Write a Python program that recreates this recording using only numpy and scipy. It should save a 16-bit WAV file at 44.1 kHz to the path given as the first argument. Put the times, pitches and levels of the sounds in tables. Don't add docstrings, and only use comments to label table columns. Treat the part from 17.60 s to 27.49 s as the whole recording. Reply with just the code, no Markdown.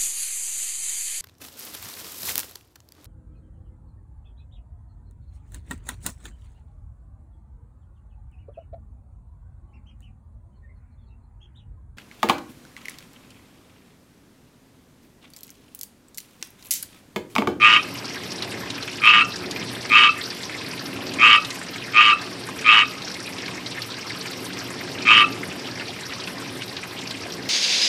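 import sys
import numpy as np
from scipy import signal
from scipy.io import wavfile
from scipy.ndimage import uniform_filter1d, minimum_filter1d

SR = 44100
rng = np.random.default_rng(int(sys.argv[2]) if len(sys.argv) > 2 else 0)


def invert_db(x):
    u = np.asarray(x, float) / 20
    return 10 ** u


def generate_wav(sig):
    pcm = np.round(np.clip(np.atleast_2d(sig).T, -1, 1) * 32767).astype(np.int16)
    wavfile.write(sys.argv[1], SR, pcm)


N = 436149

# frequency in Hz, level in dB.
BASIN_MODES = [(1040, 3.5), (1280, 3.5), (1610, 5), (1800, 0.5), (2100, 2), (2440, 2), (2750, -4),
               (3770, -24), (4080, -13)]
# start in seconds, peak in dB, pitch in Hz, spray in dB re the peak.
DEEP_PLOPS = [(0.3538, -25, 2400, -15), (0.544, -24, 2690, -18), (1.056, -22.5, 1790, -24),
              (1.1782, -23, 2400, -24), (1.2757, -17.5, 2560, -23), (1.9599, -18.5, 2430, -29),
              (2.0263, -21.5, 3070, -26), (2.2518, -21, 1980, -38), (2.8935, -22.5, 2260, -22),
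              (3.01, -25, 2570, -24), (3.955, -26, 2420, -11), (4.0136, -23.5, 1830, -21),
              (4.1584, -23, 2210, -19), (4.8873, -24, 1040, -15), (5.0105, -25.5, 2260, -11),
              (5.7029, -33, 2120, -15), (5.8796, -21, 2260, -28), (5.9529, -27, 1400, -16),
              (6.1744, -22.5, 1800, -26), (6.6573, -20, 2140, -17), (6.9706, -26, 2120, -20),
              (7.1023, -26, 1770, -13), (7.209, -22.5, 2123, -35), (7.8325, -23.5, 2035, -20),
              (8.1744, -27, 2160, -24), (8.1963, -21.5, 2740, -27), (8.5203, -21, 2580, -26),
              (8.673, -19, 2640, -30), (9.019, -19.5, 2930, -22), (9.2344, -27.5, 2300, -11)]
# start in seconds, peak in dB, pitch in Hz, spray in dB re the peak.
STONE_DROPS = [(0.4544, -23, 5500, -18), (0.7175, -20.5, 4900, -17), (0.822, -15, 3950, -28),
               (1.101, -18, 4000, -18), (1.2253, -17.5, 4070, -22), (1.3698, -29.5, 4900, -10),
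               (1.7577, -19.5, 5260, -19), (1.9094, -17.5, 4700, -16.5), (2.637, -19.5, 4640, -39),
               (2.7028, -17, 4730, -33.5), (2.8315, -20, 4150, -29.5), (3.491, -24, 4500, -33),
               (3.536, -23, 3910, -10.5), (3.847, -18.5, 3770, -18), (3.9037, -17.5, 4050, -16),
               (4.614, -22.5, 4850, -16), (5.419, -21.5, 4000, -20), (5.4983, -24, 5270, -33),
               (5.5407, -20, 4370, -19.5), (5.7821, -20, 3700, -31), (5.8587, -20.5, 4170, -24),
               (6.061, -19.5, 4050, -32), (6.2184, -16.5, 4560, -26), (6.8503, -22, 6070, -21.5),
               (7.0454, -25, 4960, -49), (7.9946, -26.5, 5040, -17), (8.547, -27, 4940, -25.5),
               (9.1661, -18, 3930, -33), (9.508, -18, 3820, -21), (9.7213, -19.5, 5640, -27)]


def rms_one(x):
    return x / np.sqrt(np.mean(x ** 2) + 1e-20)


def in_time(rows):
    s, *columns = np.transpose(rows)
    return [np.interp(np.arange(N) / SR, s, c) for c in columns]


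def at_hz(points, hz):
    table_hz, db = np.transpose(points)
    return np.interp(np.log(hz), np.log(table_hz), db)


def hz_between(low_hz, high_hz, count):
    return low_hz * (high_hz / low_hz) ** rng.random(count)


def band_noise(low_hz, high_hz, white):
    sos = signal.butter(2, [low_hz, high_hz], "band", fs=SR, output="sos")
    return rms_one(signal.sosfilt(sos, white))


def drift(rate):
    step = 40
    r = np.exp(-2 * step * np.pi * rate / SR)
    white = rng.standard_normal(N // step + 2002)
    slow = signal.lfilter([1], [1, -2 * r, r * r], white)[2000:]
    return np.interp(np.arange(N) / step, np.arange(len(slow)), rms_one(slow))


def resonate(x, hz, width_hz):
    r = np.exp(-np.pi * width_hz / SR)
    zeros = np.array([1, 0, -1]) * (1 - r * r) / 2
    poles = [1, -2 * r * np.cos(2 * np.pi * hz / SR), r * r]
    return signal.lfilter(zeros, poles, x + 1e-18)


def add(track, s, piece):
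    i = int(round(s * SR))
    track[max(i, 0):max(i + len(piece), 0)] += piece[max(-i, 0):max(len(track) - i, 0)]


def pulse(hz, sweep, rise_s):
    t = np.arange(700) / SR
    shape = t / rise_s * np.exp(1 - t / rise_s)
    glide = 1 + sweep * (t / rise_s / 2 - 1)
    return shape * np.sin(2 * np.pi * hz * t * glide)


def puff(rise_s):
    t = np.arange(200) / SR
    burst = t / rise_s * np.exp(1 - t / rise_s) * rng.standard_normal(len(t))
    burst[int(rise_s * SR)] += 7 * np.sqrt(np.mean(burst ** 2) * 10)
    return burst / np.sqrt(np.sum(burst ** 2))


def closing_tone(length_s, hz):
    t = np.arange(int(length_s * SR)) / SR
    shape = np.clip(t / 0.012, 0, 1) * np.clip((length_s - t) / 0.0046, 0, 1)
    partials_db = (-3.0, 0, -17.0)
    return shape * sum(invert_db(db) * np.sin(2 * np.pi * hz * k * t) for k, db in enumerate(partials_db, start=1))


def perch_hollows(clicks):
    # frequency in Hz, bandwidth in Hz, level in dB.
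    hollows = [(997, 81, -12), (1490, 166, -4.5), (1690, 98, -13.5), (1905, 37, -9), (2260, 34, -8.5),
               (2650, 51, -6.5), (3040, 270, -7.5), (3113, 33, -2.5), (3678, 62, -15.5), (3810, 183, -14.5),
               (4600, 80, -26), (4780, 140, -23.5)]
    dull = signal.sosfilt(signal.butter(1, 9000, fs=SR, output="sos"), clicks)
    out = np.zeros(N)
    for k, (hz, width_hz, db) in enumerate(hollows):
        out += (-1) ** k * invert_db(db) * SR / width_hz * resonate(dull, hz, width_hz)
    return out


def frog():
    # first pulse in seconds, pulses per second, change of that rate per second.
    trains = [(.0012, 109.5, 12), (1.4204, 112, -16), (2.3013, 112, -20), (3.5884, 117.5, -80),
              (4.3366, 111.5, -24), (5.046, 114, -60), (7.4539, 115, -52)]
    # last pulse in seconds, end of the closing note in seconds, pitch in Hz, level in dB.
    closings = [(0.182, 0.198, 1244, -25), (1.611, 1.625, 1352, -15), (2.482, 2.496, 1308, -16.5),
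                (3.768, 3.787, 1289, -23.5), (4.522, 4.534, 1315, -12.5), (5.221, 5.235, 1258, -22.5),
                (7.633, 7.646, 1320, -15.5)]
    # share of the train 0-1, sac tone in dB, upper band in dB, mouth resonance in Hz.
    call_shape = [(0.0, -33, -26.5, 2250), (0.1, -21, -14.5, 2300), (0.3, -14.5, -12, 2570),
                  (0.52, -24, -14, 2674), (0.8, -18.5, -13, 2780), (1.0, -23.5, -17.5, 2593)]
    strengths = [0.1, -0.66, 0.013, 0.55, -0.23, -0.13, 0.32]
    sac_hz = 1190.4
    weak_start_db, fill_s = -5.0, .07
    low, mouth, clicks = np.zeros((3, N))
    share, sac_db, upper_db, upper_hz = np.transpose(call_shape)
    for call_db, train, closing in zip(strengths, trains, closings):
        first_s, per_s, change = train
        last_s, end_s, close_hz, close_db = closing
        s = first_s + share * (last_s - first_s)
        at = first_s
        for early, sac, upper, bend in np.clip(rng.standard_normal((32, 4)), -1.8, 1.8):
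            if at < last_s:
                start = at - .0015 + .00008 * early
                sac_level = invert_db(call_db + np.interp(at, s, sac_db) + 2.0 * sac)
                add(low, start, sac_level * pulse(sac_hz * (1 + 0.0069 * bend), 0.015, 0.0018))
                loud = invert_db(call_db + np.interp(at, s, upper_db) + 1.6 * upper)
                mouth_hz = np.interp(at, s, upper_hz) * (1 + .012 * bend)
                add(mouth, start, loud * pulse(mouth_hz, .05, .0012))
                filling = invert_db(weak_start_db * max(0, 1 - (at - first_s) / fill_s))
                add(clicks, start, loud * filling * puff(.0004))
            at += 1 / (per_s + change * (at - first_s))
        add(mouth, last_s + 0.002985, invert_db(close_db) * closing_tone(end_s - last_s, close_hz))
    sac_ring = resonate(low, sac_hz, 44)
    return invert_db(-11.0) * low + invert_db(6.0) * sac_ring + invert_db(4.0) * mouth + invert_db(-13.0) * perch_hollows(clicks)


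def yard(x):
    # delay in seconds, level in dB.
    echoes = [(.0024, -6), (.0052, -7), (.0118, -12), (.0163, -15), (.023, -18)]
    # frequency in Hz, bandwidth in Hz, level in dB.
    tail_bands = [(1255, 130, 6), (2610, 170, -1)]
    t60_s, tail_db = 0.39, -5 - 37.5
    t = np.arange(SR // 2) / SR
    tail = invert_db(tail_db - 60 * t / t60_s) * rng.standard_normal(len(t)) * np.clip(t / 0.0083, 0, 1)
    response = invert_db(-9.0) * tail
    for hz, width_hz, db in tail_bands:
        response += invert_db(db) * resonate(tail, hz, width_hz)
    response[0] = 1
    for k, (delay_s, db) in enumerate(echoes):
        response[int(delay_s * SR)] += (-1) ** k * invert_db(db)
    return signal.fftconvolve(x, response)[:N]


def spatter(flow_db, per_s=220, spread_db=-4.5, bed_db=-6.5):
    # frequency in Hz, spectral level in dB.
    water_spectrum = [(500, -12), (800, -6.5), (1100, -8), (1500, -8), (2100, -5), (3200, -7), (4200, -7),
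                      (5300, -5), (6000, -20), (6800, -17), (10000, -19), (13400, -20), (15000, -28)]
    splash_db, splash_fall_db_per_oct = -11.5, 13
    out, white = np.zeros(N), rng.standard_normal((2, N))
    edges = np.geomspace(550, 15000, num=22)
    lands = np.flatnonzero(rng.random(N) < per_s / SR)
    size_db = spread_db * np.minimum(rng.exponential(1, len(lands)), 2.5)
    centre_oct = np.log2(hz_between(825, 18600, len(lands)))
    s, peak_db, pitch_hz, spray_db = np.transpose(DEEP_PLOPS + STONE_DROPS)
    loud_at = (s * SR).astype(int)

    def die_away(hits, fade):
        decay = signal.lfilter([1], [1, -fade], hits + 1e-18)
        return signal.lfilter([.02], [1, -.98], decay)

    for k, (low, high) in enumerate(zip(edges, edges[1:])):
        hz = np.sqrt(low * high)
        noise = band_noise(low, high, white[k % 2])
        fade = invert_db(-60 / (SR * 0.06 * (hz / 3000) ** -.2))
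        small, loud = np.zeros(N), np.zeros(N)
        small[lands] = invert_db(size_db - 99 * (np.log2(hz) - centre_oct) ** 2)
        if hz < 6000:
            burst_db = splash_db - splash_fall_db_per_oct * np.abs(np.log2(hz / pitch_hz))
        else:
            burst_db = spray_db - 11.7 * np.log2(hz / 6000)
        loud[loud_at] = invert_db(peak_db + burst_db)
        small = rms_one(die_away(small, fade))
        loud = die_away(loud, fade)
        sheet = invert_db(bed_db + 1.5 * drift(15.0))
        level = invert_db(flow_db + at_hz(water_spectrum, hz) + 10 * np.log10(high - low) - 29.5)
        drops = invert_db(-10.0 - 1.9 * (hz > 6500) - 5.0 * (hz < 1400))
        out += noise * np.sqrt(level ** 2 * (sheet ** 2 + drops * small ** 2) + loud ** 2)
    return out


def basin(x, ring_db=-9.0):
    return x + sum(invert_db(ring_db + db) * resonate(x, hz, .03 * hz) for hz, db in BASIN_MODES)


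def bubble(hz, cycles, rise):
    t = np.arange(1500) / SR
    age = t * hz / cycles
    return np.clip(t / .0012, 0, 1) * invert_db(-60 * age) * np.sin(2 * np.pi * hz * t * (1 + rise * age))


def bubbles(count=700):
    out = np.zeros(N)
    for when, which, size, bend in rng.random((count, 4)):
        hz, db = BASIN_MODES[int(which * len(BASIN_MODES))]
        level = invert_db(db - 40 - 2.5 * np.log(size + .1))
        add(out, when * N / SR, level * bubble(hz * (.94 + .12 * bend), 55, .04))
    for s, peak_db, hz, _ in DEEP_PLOPS + STONE_DROPS:
        level = invert_db(peak_db - 5.5 + 2 * np.log2(hz / 3000))
        add(out, s, level * bubble(hz, 84, 0.0069))
    return out


def traffic():
    # time in seconds, level in dB.
    swells = [(0.0, -39.5), (0.61, -41), (0.96, -36), (1.29, -42), (1.98, -36.5), (2.73, -41.5),
              (3.61, -35.5), (3.94, -42.5), (4.46, -40.5), (4.71, -39), (5.4, -42), (5.81, -39),
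              (6.25, -42.5), (7.77, -35.5), (8.37, -42), (8.95, -39), (9.28, -42.5), (9.89, -37.5)]
    # frequency in Hz, bandwidth in Hz, level in dB.
    rumble_bands = [(116, 26, 0), (183, 14, -3), (270, 54, 1.5), (364.3, 13.3, -4), (447.4, 14.3, -9),
                    (503, 43, -16)]
    upper_db, = in_time(swells)
    deep_db = -42.0 + .6 * (upper_db - upper_db.mean())
    out = invert_db(upper_db - 2.5) * band_noise(85, 650, rng.standard_normal(N))
    for hz, width_hz, db in rumble_bands:
        band = rms_one(resonate(rng.standard_normal(N), hz, width_hz))
        swell_db = deep_db if hz < 230 else upper_db
        out += invert_db(swell_db + db - 3.0 + 0.83 * drift(3.45)) * band
    return out


def scene():
    # time in seconds, water level in dB.
    flow = [(0.0, -38.5), (1.5, -39), (2.6, -38), (4.0, -38.5), (5.5, -39), (7.3, -38), (8.5, -38.5),
            (9.89, -39.5)]
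    flow_db, = in_time(flow)
    water = basin(spatter(flow_db + 4.0)) + bubbles()
    return (invert_db(2.0) * yard(frog()) + water + traffic())[None]


def starved_treble(x, loud_share=.62, patchy_db=5.0):
    # frequency in Hz, limit in dB over the usual line level.
    drop_limit = [(3500, -40), (5500, -16), (7500, -9), (9600, -2.5), (11000, 2), (12500, 4), (14000, 6),
                  (14600, 9), (14900, 60)]
    window = np.sqrt(np.hanning(2049)[:2048])
    hz, s, lines = signal.stft(x, SR, window, nperseg=2048, noverlap=1024)
    size = np.abs(lines)
    usual = uniform_filter1d(np.median(size, axis=1), size=15)[:, None]
    loud_db = 10 * np.log10(np.sum(size ** 2, axis=0) + 1e-12)
    patches = np.repeat(rng.standard_normal((103, len(s))), 10, axis=0)[:len(hz)]
    limit_db = at_hz(drop_limit, hz + 1)[:, None] + patchy_db * patches
    limit_db = limit_db + loud_share * (loud_db - np.median(loud_db))
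    kept = lines * (size > usual * invert_db(limit_db))
    return signal.istft(kept, SR, window, nperseg=2048, noverlap=1024)[1][:N]


def top_cut(x):
    return signal.sosfilt(signal.butter(12, 15700, fs=SR, output="sos"), x)


def record(dry):
    x = signal.sosfilt(signal.butter(2, 75, "high", fs=SR, output="sos"), dry[0])
    room_left = np.minimum(1, .99 / (np.abs(x) + 1e-9))
    x = x * uniform_filter1d(minimum_filter1d(room_left, size=89), size=89)
    return top_cut(starved_treble(x)[None])


dry = scene()
out = record(dry)
generate_wav(out)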